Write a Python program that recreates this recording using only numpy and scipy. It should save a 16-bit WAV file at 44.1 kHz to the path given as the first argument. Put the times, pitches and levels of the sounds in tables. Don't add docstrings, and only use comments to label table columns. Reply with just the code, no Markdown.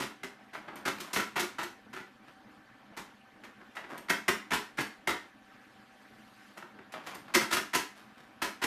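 import sys
import numpy as np
from scipy import signal
from scipy.fft import rfft, irfft, next_fast_len
from scipy.io import wavfile
from scipy.ndimage import uniform_filter1d

SR = 44100
rng = np.random.default_rng(int(sys.argv[2]) if len(sys.argv) > 2 else 0)


def wav_out(sig):
    wavfile.write(sys.argv[1], SR, np.round(np.clip(np.atleast_2d(sig).T, -1, 1) * 32767).astype(np.int16))


def magnitude_from_level(level_db):
    exponent = np.asarray(level_db, float) / 20
    return 10 ** exponent


N = 381899
LOW_HZ, HIGH_HZ = 520, 3800


def unit(x):
    return x / np.sqrt(np.mean(x ** 2))


def shape(x, gain):
    size = next_fast_len(len(x) + SR)
    f_hz = np.arange(size // 2 + 1) * SR / size + 1
    return irfft(rfft(x, size) * gain(f_hz), size)[:len(x)]


def colour(points):
    hz, db = np.transpose(points)
    return lambda f: magnitude_from_level(np.interp(np.log(f), np.log(hz), db))


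def modes(table):
    def response(f):
        total = 0
        for k, (hz, width_hz, db) in enumerate(table):
            damping = 1j * f * width_hz
            total = total + (-1) ** k * magnitude_from_level(db) * damping / (hz ** 2 - f ** 2 + damping)
        return total
    return response


def split(x):
    low = signal.sosfilt(signal.butter(2, LOW_HZ, fs=SR, output="sos"), x)
    middle = signal.sosfilt(signal.butter(2, [LOW_HZ, HIGH_HZ], "band", fs=SR, output="sos"), x)
    high = signal.sosfilt(signal.butter(2, HIGH_HZ, "high", fs=SR, output="sos"), x)
    return low, -middle, high


def walk(rate_hz):
    k = int(SR / rate_hz)
    held = np.repeat(rng.standard_normal(N // k + 1), k)
    return uniform_filter1d(uniform_filter1d(held, k), k)[:N]


def patchy(x, spread_db, slow=9, wide=7):
    spec = signal.stft(x, nperseg=512)[2]
    field = uniform_filter1d(rng.standard_normal(spec.shape), slow, axis=1)
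    field = uniform_filter1d(field, wide, axis=0)
    return signal.istft(spec * magnitude_from_level(spread_db * unit(field)), nperseg=512)[1][:N]


def swell(peak_s, db, rise_db_per_s, fade_db_per_s):
    age_s = np.arange(N) / SR - peak_s
    return magnitude_from_level(db + np.where(age_s < 0, rise_db_per_s, -fade_db_per_s) * age_s)


def fan():
    # [f/Hz, density/dB per Hz]
    air_colour = [(18, -71), (30, -14), (174, -24), (203, 4), (285, -13), (308, 1), (341, -15.5),
                  (543, -12.5), (722, -14.5), (780, -9), (843, -14), (1700, -13.5), (7600, -38.5),
                  (13400, -39.5), (14500, -80)]
    # [f/Hz, width/Hz, level/dB]
    hum = [(125.6, 21, -5.5), (214.6, 7.2, -5.5), (261, 15, -1), (301, 3.4, -12.5), (1255, 120, -16.5),
           (1560, 68, -10.5), (1725, 125, -18.5), (2750, 170, -35)]
    # [f/Hz, level/dB]
    motor = [(769.8, -70), (1130, -76.5), (1540, -76.5), (1755, -73.5), (3079, -83)]
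    hum_db, hiss_db, rustle_db = -63, -63.5, -73
    fur = swell(peak_s=6.458, db=-66.5, rise_db_per_s=10, fade_db_per_s=50)
    levels = magnitude_from_level(hum_db), magnitude_from_level(hiss_db), np.hypot(magnitude_from_level(rustle_db), fur)
    air = shape(rng.standard_normal(N), colour(air_colour))
    resonance = shape(rng.standard_normal(N), modes(hum))
    duct = unit(air) + magnitude_from_level(-4.5) * unit(resonance)
    out = 0
    for part, gain, flicker_db in zip(split(patchy(duct, 2.4, slow=4)), levels, (2.0, 1.2, 1.3)):
        out = out + unit(part) * gain * magnitude_from_level(flicker_db * walk(12))
    for hz, db in motor:
        gain = np.sqrt(2) * magnitude_from_level(db + 1.0 * walk(18))
        wavering_hz = hz * (1 + 0.00195 * walk(4.4))
        out = out + gain * np.sin(2 * np.pi * np.cumsum(wavering_hz) / SR)
    return out


def blows():
    # [t/s, peak/dB, paper slap/dB re casing, struck panel f/Hz]
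    drops = [(0.001, -16.5, -9.5, 980), (1.002, -30.5, 5, 1350), (1.395, -18.5, 2, 1640),
             (1.426, -22.5, -6, 1970), (1.629, -26.5, -0.5, 2170), (1.999, -30, -18, 2000),
             (2.988, -26.5, -11, 1030), (3.975, -32, -6.5, 1640), (4.803, -21.5, -3, 1370),
             (7.145, -30.5, -5.5, 1650), (7.748, -13.5, 1, 1880), (8.636, -14.5, -3.5, 2100)]
    # [s, dB, dB, Hz]
    bats = [(0.02, -17, -11.5, 2750), (0.756, -30.5, -9.5, 1030), (0.853, -14, -11.5, 1600),
            (1.131, -18.5, -1, 1740), (1.159, -8.5, -13, 2750), (1.93, -24.5, -16, 1020),
            (1.96, -24, -18, 1650), (2.967, -24.5, -8, 1050), (3.436, -29, -16, 1430),
            (4.516, -9.5, -17.5, 1160), (4.533, -13.5, -6, 980), (4.782, -10.5, -19.5, 1560),
            (5.09, -12, -13.5, 1270), (6.921, -33.5, -5, 2050), (7.41, -15, -11.5, 1330),
            (8.418, -13.5, -7.5, 1340), (8.443, -18.5, -11, 1330), (7.526, -12, -2, 1370)]
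    # [s, dB, dB, Hz]
    clacks = [(0.233, -18.5, -14, 1920), (0.875, -11, -12.5, 1250), (1.198, -16.5, -8, 1360),
              (4.097, -8, -8.5, 2060), (4.281, -4.5, -11, 1910), (4.506, -18, -13, 2190),
              (5.073, -9.5, -11.5, 2000), (6.573, -29.5, -9, 1370), (7.065, -25, -9.5, 1420),
              (7.347, -6.5, -2.5, 2170), (7.568, -11.5, -9.5, 1410)]
    # [s, dB, dB, Hz]
    swipes = [
        (0.532, -29, -13.5, 1570),
        (1.358, -10.5, -17, 1150),
        (1.584, -15.5, -19, 1310),
        (4.085, -20, -17, 2080),
        (4.772, -28, -9, 2330),
        (7.339, -14, -4, 2570),
        (3.752, -32, -10, 2200),
        (7.508, -15.5, -8, 1520),
        (7.733, -13.5, -9.5, 1900),
        (8.617, -13.5, -14, 885),
    ]
    # [t/s, peak/dB, shelf thump/dB re casing, struck panel f/Hz]
    thuds = [(0.549, -18.5, -43, 630), (0.681, -25, -12, 853), (3.767, -17.5, -40, 1600),
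             (3.84, -25.5, -19, 945), (4.107, -10.5, -15.5, 1500), (4.293, -15, -16.5, 1350),
             (6.788, -31.5, -10.5, 1500), (6.938, -17.5, -32, 623), (7.284, -37, -26, 1300),
             (7.355, -8.5, -7.5, 1250), (0.387, -40, -30, 1030), (3.614, -41, -5, 1090),
             (3.915, -33.5, -2, 1500), (6.624, -27.5, -14, 1300)]
    # (table, rattle length s, shelf dB re casing)
    kinds = (swipes, 0.044, -20.5), (bats, 0.027, -14), (clacks, 0.018, -14), (drops, 0.018, -7.5)
    rows = []
    for table, length_s, shelf_db in kinds:
        for s, db, paper_db, panel_hz in table:
            rows.append((s, db, shelf_db, paper_db, length_s, panel_hz))
    thud_s, thud_paper_db = 0.014, -41
    for s, db, shelf_db, panel_hz in thuds:
        rows.append((s, db, shelf_db, thud_paper_db, thud_s, panel_hz))
    return sorted(rows)


def rattle(scatter_db=1.0, density=0.05, rise=0.066, panel_q=7.5, panel_db=9.5, contact_s=0.0043, size=8000):
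    trains, t = np.zeros((3, N + size)), np.arange(size) / SR
    for s, db, shelf_db, paper_db, length_s, panel_hz in blows():
        chance = rng.random((3, size))
        strength = magnitude_from_level(-scatter_db * np.log(chance[2] + 0.0074))
        knocks = (chance[0] < density) * np.sign(chance[1] - 0.5) * strength
        knocks[0] = magnitude_from_level(17.0)
        age = t / length_s
        knocks *= np.exp(-age ** 2) * (1.1 - np.exp(-age / rise))
        knocks *= np.sqrt(length_s * SR / np.sum(knocks ** 2))
        push = 0.95 * knocks
        push[0] += np.sqrt(length_s * SR)
        touch = knocks * np.exp(-t / contact_s)
        ring = signal.lfilter(*signal.iirpeak(panel_hz, panel_q, fs=SR), touch)
        clack = knocks + magnitude_from_level(panel_db) * ring
        i = max(int(s * SR), 0)
        gains = magnitude_from_level(db + np.array([[shelf_db], [0], [paper_db]]))
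        trains[:, i:i + size] += gains * np.array([push, clack, knocks])
    return trains[:, :N]


def printer_blows():
    # [f/Hz, density/dB per Hz]
    knock = [(24, -55), (40, 1), (97, -21.5), (194, -5), (288, -8.5), (350, -4.5), (560, -12), (1360, -8),
             (1500, -9), (2070, -11.5), (2400, -17.5), (13100, -31.5), (14500, -30)]
    # [f/Hz, width/Hz, level/dB]
    shelf_modes = [(133, 13, -11.5), (214.4, 8.3, 5.5), (252, 76, -17), (301.3, 6.3, 9), (346.5, 47, 3),
                   (423, 37, 9), (430, 10, -5)]
    # [f/Hz, width/Hz, level/dB]
    casing_modes = [(636, 30, -4), (857, 73, -17), (939, 108, -2.5), (1124, 41, -2), (1370, 56, -6),
                    (1600, 8, -35), (2000, 290, -13), (2230, 37, -9), (2550, 710, -4.5), (2750, 27, -39),
                    (2950, 140, -31)]
    shelf, casing, paper = (shape(train, colour(knock)) for train in rattle())
    boom = split(magnitude_from_level(2.5) * shelf + shape(shelf, modes(shelf_modes)))[0]
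    ring = split(magnitude_from_level(-2.0) * casing + shape(casing, modes(casing_modes)))[1]
    crack = split(paper)[2]
    delay_s = 0.00708
    return magnitude_from_level(4.5) * np.roll(boom, int(delay_s * SR)) + magnitude_from_level(-2.0) * ring + magnitude_from_level(11.5) * crack


def scuffs(density=0.03, scatter_db=4.5):
    # [peak t/s, level/dB, fade/dB per s, fine crackle/dB re level]
    drags = [(0.298, -59, 254, -16), (0.4, -52.5, 450, -46), (0.55, -45, 73, -28), (0.682, -46.5, 40, -23),
             (0.984, -45, 36, -8.5), (2.284, -49.5, 250, -20), (3.615, -50, 600, -30),
             (3.78, -45, 120, -28), (3.912, -40, 125, -15.5), (6.578, -47, 115, -22),
             (6.792, -48, 430, -37), (6.95, -39.5, 117, -24), (7.077, -40.5, 113, -9),
             (7.284, -46, 108, -22), (7.93, -64, 66, -9), (7.978, -55, 106, -4), (8.185, -52, 95, -13)]
    # [f/Hz, density/dB per Hz]
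    scuff_colour = [(59, -42), (100, -16), (172, 1.5), (314, 2), (421, -7.5), (599, 0.5), (1410, -1),
                    (6850, -28), (13300, -30.5), (14500, -39)]
    rise_db_per_s, first_bite_db, bite_s = 703, 7, 0.018
    t = np.arange(N) / SR
    grains = (rng.random(N) < density) * rng.standard_normal(N) * magnitude_from_level(scatter_db * walk(60))
    grains /= np.sqrt(uniform_filter1d(grains ** 2, size=SR // 30) + 1e-9)
    low, middle, high = split(patchy(shape(grains, colour(scuff_colour)), 1.56))
    body, crackle = unit(low + middle), unit(high)
    out = 0
    for s, db, fade_db_per_s, crackle_db in drags:
        bite_db = first_bite_db * np.exp(-np.maximum(t - s, 0) / bite_s)
        grit = body + magnitude_from_level(crackle_db + bite_db) * crackle
        out = out + swell(s, db - 6.0, rise_db_per_s, fade_db_per_s) * grit
    return out


def spring():
    # [t/s, level/dB]
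    pings = [
        (.758, -65),
        (3.980, -62.5),
        (7.151, -63),
    ]
    # [f/Hz, width/Hz, level/dB]
    steel = [(8770, 130, 5.5), (11900, 170, 2), (13000, 200, -1)]
    ticks = np.zeros(N)
    for s, db in pings:
        ticks[int(s * SR)] = magnitude_from_level(db + 48.0)
    return shape(ticks, modes(steel))


def room(x, wet_db=-4.5, build_s=0.0077):
    # [f/Hz, t60/s]
    decay = [(150, 0.27), (600, 0.31), (2000, 0.34), (5000, 0.33), (12000, 0.27)]
    hz, t60_s = np.transpose(decay)
    t = np.arange(SR // 2) / SR
    a, b = 2 * np.pi * np.outer((1.7, 2.9), np.arange(N) / SR)
    shares = np.cos(a) * np.cos(b), np.cos(a) * np.sin(b), np.sin(a) * np.cos(b), np.sin(a) * np.sin(b)
    out = x
    for share in shares:
        tail = 0
        for centre_hz in 45 * 2.0 ** np.arange(9):
            octave = lambda f: np.maximum(1 - np.abs(np.log2(f / centre_hz)), 0) ** 0.5
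            band = shape(rng.standard_normal(len(t)), octave)
            band_t60_s = np.interp(np.log(centre_hz), np.log(hz), t60_s)
            tail = tail + band * 1000.0 ** (-t / band_t60_s)
        tail = tail * (1 - np.exp(-t / build_s))
        tail = tail / np.sqrt(np.sum(tail ** 2))
        out = out + magnitude_from_level(wet_db) * signal.fftconvolve(share * x, tail)[:N]
    return out


def scene():
    knocks = signal.sosfilt(signal.butter(4, 75, "high", fs=SR, output="sos"), printer_blows())
    return (room(knocks + scuffs() + spring()) + fan())[None]


def low_pass(x):
    return signal.sosfilt(signal.butter(12, 15010, fs=SR, output="sos"), x)


def record(dry):
    top_hz, trace_db = 14050, -30.5
    kept = signal.sosfilt(signal.ellip(10, 0.3, 60, top_hz, fs=SR, output="sos"), dry)
    return low_pass(kept + magnitude_from_level(trace_db) * dry)


dry = scene()
out = record(dry)
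wav_out(out)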